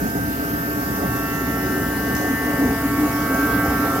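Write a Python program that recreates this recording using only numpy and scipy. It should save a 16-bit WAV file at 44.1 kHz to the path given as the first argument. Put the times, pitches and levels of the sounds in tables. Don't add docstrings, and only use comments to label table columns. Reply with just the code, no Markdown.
import sys
import numpy as np
from scipy import signal
from scipy.fft import rfft, irfft
from scipy.io import wavfile
from scipy.ndimage import uniform_filter1d

SR = 44100
rng = np.random.default_rng(int(sys.argv[2]) if len(sys.argv) > 2 else 0)


def to_wav(s):
    ch = np.atleast_2d(s).T
    pcm = np.round(np.clip(ch, -1, 1) * 32767)
    wavfile.write(sys.argv[1], SR, pcm.astype(np.int16))


N = 176400
T = np.arange(N) / SR
HZ = np.fft.rfftfreq(N, 1 / SR)
MAINS_HZ, BLADE_HZ = 60, 223.92
# t/s, delay/s
PORT_DELAY = [(0, 0.0004), (1.2, 0.00025), (2.2, 0.00019), (3.2, 0.000049), (4, 0.000036)]


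def flame_roar():
    # f/Hz, relative density/dB
    spectrum = [(12, -42), (22, -32), (33, -26), (46, -19), (65, -9.5), (100, -11), (135, -9.5), (190, -7),
                (245, -7.5), (310, -12), (345, -14.5), (420, -9.5), (480, -17.5), (560, -13.5),
                (620, -21.5), (720, -13.5), (1000, -24), (1150, -21), (1400, -21), (1900, -27),
                (2600, -30.5), (4200, -37), (4900, -31.5), (6500, -33.5), (8500, -37.5), (11000, -31),
                (16000, -31)]
    # f/Hz, correlation
    correlation = [(60, 0.97), (250, 0.99), (500, 0.77), (1000, 0.83), (1700, 0.1), (3500, 0.12),
                   (16000, .02)]
    # t/s, level/dB
    facing = [(0, -3), (.7, -3.5), (1.2, -1.5), (1.7, -1), (2.2, -1), (2.7, 0), (3.1, 1.5), (3.55, 3.5),
              (4, 2.5)]
    # f/Hz, factor
    directivity = [(50, 1.1), (150, 0.26), (300, 0.077), (700, 0.74), (1300, 0.71), (2500, 0.75),
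                   (5000, 0.29), (9000, 0.43), (15000, 0.82)]
    steady = noise(amp(read(spectrum, HZ)), read(correlation, HZ))
    hz, t, bands = signal.stft(steady, SR, nperseg=1024, noverlap=768)
    patches = uniform_filter1d(rng.standard_normal(bands.shape[1:]), size=12, axis=0)
    patches_db = 1.78 * unit_rms(uniform_filter1d(patches, size=14, axis=1))
    bands = bands * amp(read(directivity, hz)[:, None] * along(facing, t) + patches_db)
    bands[0] *= np.exp(-2j * np.pi * hz[:, None] * along(PORT_DELAY, t))
    return amp(-25.5) * signal.istft(bands, SR, nperseg=1024, noverlap=768)[1][:, :N]


def tube_boom():
    # f/Hz, bandwidth/Hz, relative level/dB
    modes = [(296.75, 9.2, -1.5), (281.7, 14, -4.5), (269, 32, -3.5), (424.7, 19, -19), (450, 26, -15)]
    # t/s, relative level/dB
    contour = [(0, -29.5), (.9, -30.5), (1.35, -29.5), (1.58, -25.5), (2.15, -29), (2.31, -22), (2.4, -30),
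               (2.48, -20), (2.55, -26.5), (2.63, -17.5), (2.76, -28), (3.02, -19), (3.2, -28),
               (3.45, -22.5), (4, -27.5)]
    boom = sum(amp(db) * resonance(hz, width) for hz, width, db in modes)
    envelope = np.sqrt(uniform_filter1d((boom ** 2).mean(0), size=4000))
    compressed = unit_rms(boom / envelope ** .6)
    left, right = compressed * amp(.5 + along(contour, T))
    return np.array([np.interp(T - along(PORT_DELAY, T), T, left), right])


def fan_tones():
    # t/s, left level/dB, right level/dB
    fifth = [(0.0, -48.5, -45.5), (1.15, -35.5, -35.0), (1.8, -40.0, -44.5), (2.4, -35.5, -35.0),
             (2.7, -36.0, -35.5), (3.15, -32.0, -29.5), (3.3, -31.0, -30.5), (4.0, -35.0, -36.0)]
    sixth = [(0.0, -40.5, -46.5), (1.3, -32.5, -33.0), (1.45, -40.0, -31.0), (1.85, -33.5, -36.0),
             (2.0, -41.5, -47.0), (2.8, -38.5, -44.0), (2.9, -37.0, -33.0), (3.0, -51.5, -36.0),
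             (3.4, -29.5, -30.5), (3.75, -38.0, -25.0), (4.0, -27.0, -26.5)]
    seventh = [(0.0, -35.0, -31.5), (0.75, -31.5, -32.0), (0.9, -35.5, -34.0), (1.5, -37.0, -38.0),
               (1.7, -32.0, -37.0), (1.9, -30.5, -31.5), (3.1, -39.0, -36.0), (3.4, -27.5, -25.5),
               (3.55, -31.0, -23.5), (3.7, -29.0, -29.0), (4.0, -35.0, -33.5)]
    eighth = [(0.0, -49.0, -43.5), (0.5, -45.5, -50.5), (0.55, -40.0, -43.5), (1.1, -45.0, -33.5),
              (1.85, -33.0, -33.5), (2.0, -31.0, -41.5), (2.4, -28.5, -31.5), (2.7, -30.0, -38.0),
              (3.5, -47.5, -38.5), (3.7, -37.0, -34.5), (4.0, -42.0, -38.0)]
    ninth = [(0.0, -58.5, -50.5), (0.9, -42.5, -44.0), (1.0, -43.0, -52.5), (1.3, -40.0, -36.0),
             (1.6, -38.0, -36.5), (1.75, -39.0, -50.0), (2.1, -49.5, -38.5), (2.3, -38.0, -35.0),
             (3.5, -41.0, -51.0), (3.6, -36.0, -43.5), (4.0, -48.5, -51.0)]
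    # t/s, delay/s
    wall_delay = [(0, .00036), (.65, .00035), (1.3, .00014), (4, .00007)]
    # nominal f/Hz, level/dB, peak t/s, swell width/s, swell/dB
    weak_tones = [(672, -42.5, 3.85, 1.1, 6), (896, -46.5, 3, 1.5, 5.5), (1232, -55, 3.76, 0.77, 19.5),
                  (2240, -59, 3.3, .9, 18), (2688, -56.5, 1.27, 0.26, 12.5), (2912, -61, 2.1, 1, 12.5)]
    fade_hz, wander_rad = 1.333, .3
    blade_phase = 2 * np.pi * np.cumsum(BLADE_HZ * (1 + .00032 * drift(2.025))) / SR
    lag_phase = 2 * np.pi * BLADE_HZ * along(wall_delay, T)
    lag_factors = (1.05, 1, .72, .35, .9)
    out = np.zeros((2, N))
    for k, curve, lag_factor in zip(range(5, 10), (fifth, sixth, seventh, eighth, ninth), lag_factors):
        times, left_db, right_db = np.transpose(curve)
        start = 2 * np.pi * rng.random()
        flutter = 1 + .14 * drift(rate_hz=13)
        for port, (db, lag) in enumerate(((left_db, lag_factor * lag_phase), (right_db, 0))):
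            level = flutter * amp(np.interp(T, times, db))
            out[port] += level * np.cos(k * (blade_phase - lag) + start + wander_rad * drift(fade_hz))
    for hz, db, at, span, swell_db in weak_tones:
        order = round(2 * hz / BLADE_HZ) / 2
        tone = np.exp(1j * (order * blade_phase + 2 * np.pi * rng.random()))
        fading = np.array([(1 + .12 * drift(fade_hz)) * np.exp(1j * wander_rad * drift(fade_hz))
                           for port in range(2)])
        out += amp(db + swell_db * swell(at, span)) * (tone * unit_rms(fading)).real
    return np.sqrt(2) * out


def pulsing_hiss():
    # f/Hz, relative density/dB
    spectrum = [(3000, -37), (8500, -37), (10500, -16), (11800, 4), (13000, 11), (14300, 1), (16000, -5)]
    # t/s, level/dB
    contour = [(0, -39), (.6, -35), (2, -36), (2.5, -36.5), (3.15, -37.5), (3.45, -34.5), (4, -36.5)]
    onset_s, rise_s, fall_s = .0138, .0016, .006
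    age = (T - onset_s) % (1 / MAINS_HZ)
    surge = np.minimum(age / rise_s, 1) * np.exp(-np.maximum(age - rise_s, 0) / fall_s)
    balance_db = np.array([[-2], [2]])
    level = amp(along(contour, T) + .45 * drift(rate_hz=9.7) + balance_db)
    return level * unit_rms(.82 + surge) * noise(amp(read(spectrum, HZ)))


def motor_hum():
    # harmonic number, level/dB
    partials = [(1, -40), (2, -39.5)]
    return sum(amp(db) * np.sqrt(2) * np.sin(2 * np.pi * (k * MAINS_HZ * T + rng.random()))
               for k, db in partials)


def room_modes():
    # f/Hz, bandwidth/Hz, peak level/dB, peak t/s, swell width/s
    modes = [(378.4, 22, -34, 1.72, .28), (208, 60, -32.5, 1.725, 0.22)]
    return sum(amp(db) * swell(at, span) * resonance(hz, width) for hz, width, db, at, span in modes)


def ticks():
    # t/s, level/dB
    onsets = [(2.1505, -25), (2.1655, -24.5), (2.212, -33), (3.3455, -30)]
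    # f/Hz, relative density/dB
    spectrum = [(2000, -30), (4400, -8), (5300, 11), (6400, 14), (8200, 5), (11000, -14), (16000, -25)]
    decay_s, tail_s, tail_db = .0012, .08, -13.5
    power = np.zeros(N)
    for at, db in onsets:
        age = np.maximum(T - at, 0)
        envelope = np.exp(-age / decay_s) + amp(tail_db) * np.exp(-age / tail_s)
        power += (T >= at) * (amp(db) * envelope) ** 2
    return np.sqrt(power) * noise(amp(read(spectrum, HZ)))


def resonance(hz, width):
    return noise(1 / (1 + (2 * (HZ - hz) / width) ** 2), correlation=.99)


def noise(gain, correlation=0):
    left, independent = rfft(rng.standard_normal((2, N)))
    right = correlation * left + np.sqrt(1 - correlation ** 2) * independent
    return unit_rms(irfft(np.array([left, right]) * gain, N))


def drift(rate_hz):
    t = np.linspace(0, N / SR, N // 200)
    pace, phase = rng.random((2, 16, 1))
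    return np.interp(T, t, unit_rms(np.sin(2 * np.pi * (rate_hz * pace * t + phase)).sum(0)))


def swell(at, span):
    return np.exp(-((T - at) / span) ** 2)


def amp(db):
    return 10 ** (np.asarray(db) / 20)


def unit_rms(x):
    return x / np.sqrt(np.mean(abs(x) ** 2) + 1e-20)


def read(points, hz):
    f, value = np.transpose(points)
    return np.interp(np.log(hz + 1), np.log(f + 1), value)


def along(curve, t):
    return np.interp(t, *np.transpose(curve))


def scene():
    return flame_roar() + tube_boom() + room_modes() + motor_hum() + fan_tones() + pulsing_hiss() + ticks()


def record(dry):
    low_pass = signal.firwin(611, 15950, window=("kaiser", 9), fs=SR)
    return signal.oaconvolve(dry, low_pass[None], "same")


dry = scene()
out = record(dry)
to_wav(out)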